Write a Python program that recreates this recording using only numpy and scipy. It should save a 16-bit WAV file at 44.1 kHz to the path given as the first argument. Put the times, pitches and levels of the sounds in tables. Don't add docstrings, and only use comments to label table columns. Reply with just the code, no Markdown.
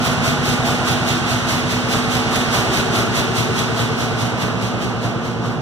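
import sys
import numpy as np
from scipy import signal
from scipy.fft import rfft, irfft, next_fast_len
from scipy.io import wavfile
from scipy.ndimage import uniform_filter1d

SR = 44100
rng = np.random.default_rng(int(sys.argv[2]) if len(sys.argv) > 2 else 0)


def transcribe(u):
    v = np.clip(np.atleast_2d(u).T, -1, 1)
    q = np.round(v * 32767).astype(np.int16)
    wavfile.write(sys.argv[1], SR, q)


N = 247401
TIME = np.arange(N) / SR
TURN_S = 0.20775
CYCLE_HZ, CYLINDERS = 9.425, 4


# (time into the turn [s], level [dB])
PISTON_STROKES = [(0.0544, 2.5), (0.163, 1.5)]
# (pitch [Hz], width [Hz],
# indoor level [dB], outdoor level [dB], travel time to the listener [s], its change on the walk [s/s])
RESONANCES = [(58, 21, -25.7, -39, 0.0111, .0015), (66.4, 11.2, -27.9, -33.5, 0.0104, .001),
              (79.8, 33, -25.5, -28.7, 0.0141, -.0014), (102.2, 2.8, -28, -41, .0196, .0001),
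              (118.4, 4.4, -24.3, -20.3, 0.0054, -.0003), (127, 17, -22, -23, 0.01043, 0),
              (137, 7.3, -25, -32, 0.00932, .0003), (171.6, 10, -30.3, -37, .0164, 0.0049),
              (177.5, 2.9, -35.9, -42, .0413, -.0002), (224.8, 6.2, -26, -28.5, 0.00881, .0001),
              (236, 4.14, -31, -25, 0.00975, 0), (246, 2.12, -25, -37.5, 0.01062, .0001),
              (255.2, 4.1, -33, -27.5, 0.01064, .0002), (317.4, 3, -39.5, -37, .0165, -.0002),
              (442.6, 3.8, -41, -24, .0376, 0), (462.6, 6, -41, -24.5, .0014, 0),
              (348.5, 11, -34.5, -36, 0.0151, 0)]
# (time [s], level [dB])
THUMP_LEVELS = [(0, -0.5), (0.8, 0), (1.75, 0), (2.7, 0.2), (4, 0), (5.6, -1.8)]

def thumps(treble_db, uneven_db=0.5, shade_from_hz=235, shade_per_octave=0.73):
    level_db, = in_time(THUMP_LEVELS)
    run_in = round(4 * TURN_S * SR)
    pushes, out = np.zeros(N + run_in), np.zeros((2, N))
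    for (s, db), sign in zip(PISTON_STROKES, (1, -1)):
        at = (np.arange(s, len(pushes) / SR, TURN_S) * SR).astype(int)
        pushes[at] = sign * from_db(db + uneven_db * rng.standard_normal(64)[:len(at)])
    for k, (hz, width, indoor_db, outdoor_db, travel_s, growth) in enumerate(RESONANCES):
        r, w = np.exp(-np.pi * width / SR), 2 * np.pi * hz / SR
        ring = signal.lfilter([1, -r * np.cos(w)], [1, -2 * r * np.cos(w), r * r], pushes)
        late_s = travel_s + growth * TIME
        ring = np.interp(TIME - late_s, np.arange(-run_in, N) / SR, ring)
        outside = outdoors(lead_s=0.25 if hz > 200 else 0)
        place_db = indoor_db + (outdoor_db - indoor_db) * outside
        shade_db = treble_db * shade_per_octave * max(np.log2(hz / shade_from_hz), 0)
        ring = ring * (-1) ** k * from_db(place_db + shade_db + level_db)
        lean_db = 1.4 * drift(0.88)
        right = np.interp(TIME - 0.0004, TIME, ring)
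        out += [ring * from_db(lean_db), right * from_db(-lean_db)]
    return above(below(out, 800), 50, order=4)


HUM_MULTIPLES = [3, 4, 5, 9, 10, 12, 20, 22]
# (level at one loud spot [dB],
# time it is passed [s], time between loud spots [s], fade away from it [dB/s])
HUM_SPOTS = [(-35, 5.0, 33, 0.6), (-31, 3.3, 3.14, -0.5), (-34, 4.72, 2.5, 2), (-34.5, 1.06, 2.1, 1.5),
             (-31, 3.12, 2.9, 4.5), (-30.5, 2.1, 1.62, 5), (-36, 0.87, 1.39, 1.5), (-36, 0.75, 1.5, 5)]

def hum(dip_depth=0.66, rough_db=2.5, jitter_s=0.000061, spread_rad=0.57):
    out, time = np.zeros((2, N)), TIME + jitter_s * drift(22)
    for multiple, (db, loud_s, spacing_s, fade_db_per_s) in zip(HUM_MULTIPLES, HUM_SPOTS):
        away_s = abs(TIME - loud_s)
        standing = 1 - dip_depth * np.sin(np.pi * away_s / spacing_s) ** 2
        phase = 2 * np.pi * (multiple * CYLINDERS * CYCLE_HZ * time + rng.random())
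        stereo_shift = spread_rad * drift(1.0) * [[.5], [-.5]]
        gain = from_db(db - fade_db_per_s * away_s + rough_db * drift(30))
        out += np.sqrt(2) * standing * gain * np.sin(phase + stereo_shift)
    return out


# (pitch [Hz], level [dB per Hz])
FIRING_COLOUR = [(115, -53), (165, -54), (200, -52.5), (280, -66), (340, -56), (420, -60), (480, -56.5),
                 (550, -60), (780, -58.5), (1050, -60.5), (1500, -55), (2000, -81), (4000, -104)]

def firing(odd_db=-2, firing_db=1, wobble_s=0.00012, patterns=8):
    size = round(SR / CYCLE_HZ)
    harmonic = np.arange(size // 2 + 1)
    stress = from_db(odd_db * (harmonic % 2) + firing_db * (harmonic % CYLINDERS == 0))
    stress[CYLINDERS * np.array(HUM_MULTIPLES)] = 0
    position = (TIME + wobble_s * drift(3.03)) * CYCLE_HZ * size % size
    walked = TIME / TIME[-1] * (patterns - 1)
    out = np.zeros((2, N))
    for step in range(patterns):
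        cycle = irfft(diffuse(FIRING_COLOUR, size) * stress, size)
        nearness = np.sqrt(np.maximum(1 - abs(walked - step), 0))
        out += nearness * np.array([np.interp(position, np.arange(size), side) for side in cycle])
    return above(out, 140)


# (pitch [Hz], level [dB per Hz])
ROAR_COLOUR = [(120, -52), (160, -54), (200, -51.5), (290, -60.5), (400, -58.5), (540, -62), (680, -55.5),
               (900, -60.5), (1450, -58.5), (1900, -69.5), (2300, -68.5), (2850, -62), (3600, -76.5),
               (5000, -99)]

def roar(throb_depth=0.056):
    throb = 1 + throb_depth * np.cos(2 * np.pi * CYLINDERS * CYCLE_HZ * TIME)
    return above(noise(ROAR_COLOUR) * throb, 150)


# (time [s], level of the middle notes [dB], level of the high clatter [dB])
ENGINE_LEVELS = [(0, 3, 0), (0.8, 3.5, 0.6), (1.35, 1, 0.6), (1.7, 3, -2.5), (2.2, 2, 0), (2.65, 5, 1.5),
                 (3.3, -0.5, -1), (4.1, 3, -2.5), (4.8, 4, -4), (5.6, 3.5, -8)]

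def through_door(x, bass_db=0.5, bass_hz=270, clatter_hz=620):
    middle_db, clatter_db = in_time(ENGINE_LEVELS)
    bass, low = below(x, bass_hz), below(x, clatter_hz)
    return bass * from_db(bass_db) + (low - bass) * from_db(middle_db) + (x - low) * from_db(clatter_db)


def under_load(x, deep_depth=0.5, upper_depth=0.072, indoor_peak_s=0.098, outdoor_peak_s=0.077):
    peak_s = indoor_peak_s + (outdoor_peak_s - indoor_peak_s) * outdoors()
    stroke_hz = len(PISTON_STROKES) / TURN_S
    load, late_load = (np.cos(2 * np.pi * stroke_hz * (TIME - peak_s - lag_s)) for lag_s in (0, 0.025))
    deep = below(x, 160)
    upper = below(x, 290) - deep
    return x + deep * deep_depth * load + upper * upper_depth * late_load


# (time of the peak [s], hiss level [dB], chuff level [dB])
PUFFS = [(-0.146, 0, 2), (0.06, 0.6, 1.5), (0.267, 0, 2), (0.476, 1.7, -3), (0.681, -0.2, 3.5),
         (0.889, 0.2, 3), (1.098, -1, 1), (1.308, -1, -12), (1.511, -0.2, 5.5), (1.72, -2.5, -10),
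         (1.929, -0.4, 4), (2.139, -2, -7), (2.348, -1.5, 5), (2.554, -0.5, 6), (2.756, -1, -1),
         (2.965, 1, 8), (3.174, 0.6, 5.5), (3.385, 0.6, 3.5), (3.587, -1, 1), (3.797, -0.8, 4.5),
         (4.009, -0.5, -0.5), (4.213, -0.5, 1), (4.42, -0.7, 3.5), (4.638, -0.5, -16), (4.835, -0.5, -6),
         (5.049, 0, -4), (5.261, -1.3, -7), (5.467, -0.5, -0.5)]
# (pitch [Hz], level [dB per Hz])
HISS_COLOUR = [(600, -66.5), (1400, -66.5), (2100, -59.5), (2800, -59.5), (3600, -59), (5000, -64.5),
               (6500, -64), (8000, -70.5), (11000, -73.5), (15000, -78.5)]
CHUFF_COLOUR = [(400, -72), (590, -64), (675, -58.5), (780, -66), (950, -65), (1150, -59.5), (1450, -61.5),
                (1900, -71.5), (3000, -93.5)]

def valves(treble_db, hiss_db=1.17, chuff_db=-0.5):
    times_s, hisses_db, chuffs_db = np.transpose(PUFFS)
    flow = np.sqrt(puff_power(times_s, hisses_db) + spit_power(swell_s=0.0052, decay_s=0.013))
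    flow *= from_db(0.73 * drift(45))
    hiss = noise(HISS_COLOUR) * flow * from_db(hiss_db + treble_db + 0.5 * drift(150))
    swell = flow ** 2 / np.mean(flow ** 2)
    dull = below(hiss, 9000)
    hiss = dull + (hiss - dull) * (swell / 2) ** 0.16
    pipe_flow = np.sqrt(puff_power(times_s, chuffs_db))
    chuff = noise(CHUFF_COLOUR) * pipe_flow * from_db(chuff_db + 2.5 * drift(60))
    return hiss + chuff


def puff_power(times_s, levels_db, swell_s=0.038, decay_s=0.089):
    return sum((from_db(db) * burst(s, swell_s, decay_s, tail_shape=1.45)) ** 2
               for s, db in zip(times_s, levels_db))


# (time [s], level [dB])
AIR_SPITS = [(0.885, -8), (0.915, -3), (1.11, -2), (1.935, -6), (2.155, -2), (2.36, 0), (2.77, -5),
             (3.195, 0), (3.592, 1), (3.805, -1), (4.22, -5)]

def spit_power(swell_s, decay_s):
    return sum((from_db(db) * burst(s, swell_s, decay_s)) ** 2 for s, db in AIR_SPITS)


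# (pitch [Hz], level [dB per Hz])
PLATE_COLOUR = [(2600, -125), (3200, -70), (3290, -53), (3380, -67), (3560, -56), (3700, -63), (3850, -59),
                (4600, -125)]

def valve_plates(treble_db):
    ringing = np.sqrt(spit_power(swell_s=0.02, decay_s=0.07))
    return noise(PLATE_COLOUR) * ringing * from_db(0.6 * treble_db)


# (time [s], pitch [Hz], level [dB])
PIPE_KNOCKS = [(0.08, 662, -24), (0.277, 668, -22.5), (0.651, 670, -28), (1.07, 664, -29),
               (1.305, 674, -26), (2.55, 660, -28), (2.675, 690, -26), (2.95, 370, -23), (2.985, 650, -28),
               (3.176, 673, -31), (3.495, 390, -23.5), (3.784, 676, -27), (4.485, 390, -25),
               (5.075, 670, -29)]

def knocks(width_hz=35, swell_s=0.018, decay_s=0.034, rattle_db=-7):
    out, r = np.zeros(N), np.exp(-np.pi * width_hz / SR)
    for s, hz, db in PIPE_KNOCKS:
        rattle = rng.standard_normal(N)
        ring = signal.lfilter([1, 0, -1], [1, -2 * r * np.cos(2 * np.pi * hz / SR), r * r], rattle)
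        ring /= np.sqrt(uniform_filter1d(ring ** 2, size=1500) + 1e-9)
        out += ring * burst(s, swell_s, decay_s) * from_db(db)
    dull = below(out, 1070)
    return dull + (out - dull) * from_db(rattle_db)


# (pitch [Hz], level [dB per Hz])
RUSH_COLOUR = [(1000, -76), (1800, -60), (2600, -63.5), (3500, -63.5), (5000, -69), (6500, -70.5),
               (8000, -78), (11000, -83.5), (15000, -101)]

def air_rush(treble_db):
    return noise(RUSH_COLOUR) * from_db(0.95 * treble_db)


# (pitch [Hz], level [dB per Hz])
RUMBLE_COLOUR = [(20, -100), (45, -75), (85, -68), (120, -60), (160, -62), (250, -87), (600, -140)]

def rumble():
    return noise(RUMBLE_COLOUR)


# (pitch [Hz], likeness [-1 opposite to 1 same])
STEREO_LIKENESS = [(30, -0.45), (70, -0.095), (150, 0.023), (300, 0.74), (600, 0.73), (1100, 0.49),
                   (1600, -0.29), (15000, 0.022)]

def diffuse(colour, size):
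    hz = np.arange(size // 2 + 1) * SR / size
    mid, side = rfft(rng.standard_normal((2, size)))
    alike = np.clip(at_hz(STEREO_LIKENESS, hz), -1, 1)
    pair = np.sqrt(1 + alike) * mid + np.sqrt(1 - alike) * side * [[1], [-1]]
    return pair * from_db(at_hz(colour, hz)) * np.sqrt(SR) / 2


def noise(colour):
    size = next_fast_len(N)
    return irfft(diffuse(colour, size), size)[:, :N]


def outdoors(lead_s=0, door_s=2.91, passage_s=0.5):
    return np.clip((TIME + lead_s - door_s) / passage_s + .5, 0, 1)


def burst(s, swell_s, decay_s, tail_shape=1):
    before, after = np.maximum(s - TIME, 0), np.maximum(TIME - s, 0)
    fall = (before / swell_s) ** 2 + (after / decay_s) ** tail_shape
    return np.exp(-np.minimum(fall, 20))


def drift(rate):
    knots = rng.standard_normal(4096)
    return np.interp(TIME * rate, np.arange(len(knots)), knots) * np.sqrt(3 / 2)


def below(x, edge_hz):
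    return signal.sosfiltfilt(signal.butter(2, edge_hz, fs=SR, output="sos"), x)


def above(x, edge_hz, order=6):
    return signal.sosfilt(signal.butter(order, edge_hz, "high", fs=SR, output="sos"), x)


def from_db(db):
    return 10 ** (np.asarray(db) / 20)


def in_time(rows):
    s, *columns = np.transpose(rows)
    return [np.interp(TIME, s, column) for column in columns]


def at_hz(points, hz):
    known_hz, values = np.transpose(points)
    return np.interp(np.log(np.maximum(hz, 1)), np.log(known_hz), values)


# (time [s], level [dB])
TREBLE_ON_WALK = [(0, -1), (1.45, 0), (1.72, -0.5), (2.0, 0.1), (2.6, 1.6), (3.05, -1.4), (3.6, -1.5),
                  (4.45, -6), (5.6, -14)]

def scene():
    treble_db, = in_time(TREBLE_ON_WALK)
    engine = under_load(through_door(firing() + roar()) + hum() + rumble())
    air = valves(treble_db) + air_rush(treble_db)
    dull = below(air, 7500)
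    air = dull * from_db(-0.14 * treble_db) + (air - dull) * from_db(0.33 * treble_db)
    return thumps(treble_db) + engine + air + knocks() + valve_plates(treble_db)


# (pitch [Hz], share [0 to 1])
WIDENING = [(200, 0.098), (600, 0.28), (1100, 0.62), (2300, 0.59), (7000, 0.34), (9000, 0.87),
            (14000, 0.33)]
# (pitch [Hz], left minus right [dB])
SIDE_BALANCE = [(40, -12), (100, -3), (400, -0.5), (1000, -0.5), (1600, -2), (5000, -3), (8000, -1),
                (15000, 1)]

def record(dry, mic_delay_s=0.000428, cutoff_hz=15500):
    size = next_fast_len(N + SR // 10)
    hz = np.arange(size // 2 + 1) * SR / size
    mics = rfft(dry, size)
    share = np.clip(at_hz(WIDENING, hz), 0, 1)
    other_side = np.exp(-2j * np.pi * hz * mic_delay_s) * mics[::-1]
    wide = (mics - share * other_side) / np.sqrt(1 + share ** 2)
    wide *= from_db(at_hz(SIDE_BALANCE, hz) * [[.5], [-.5]])
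    low_pass = np.clip((cutoff_hz - hz) / 150 + .5, 0, 1)
    return irfft(wide * low_pass, size)[:, :N]


dry = scene()
out = record(dry)
transcribe(out)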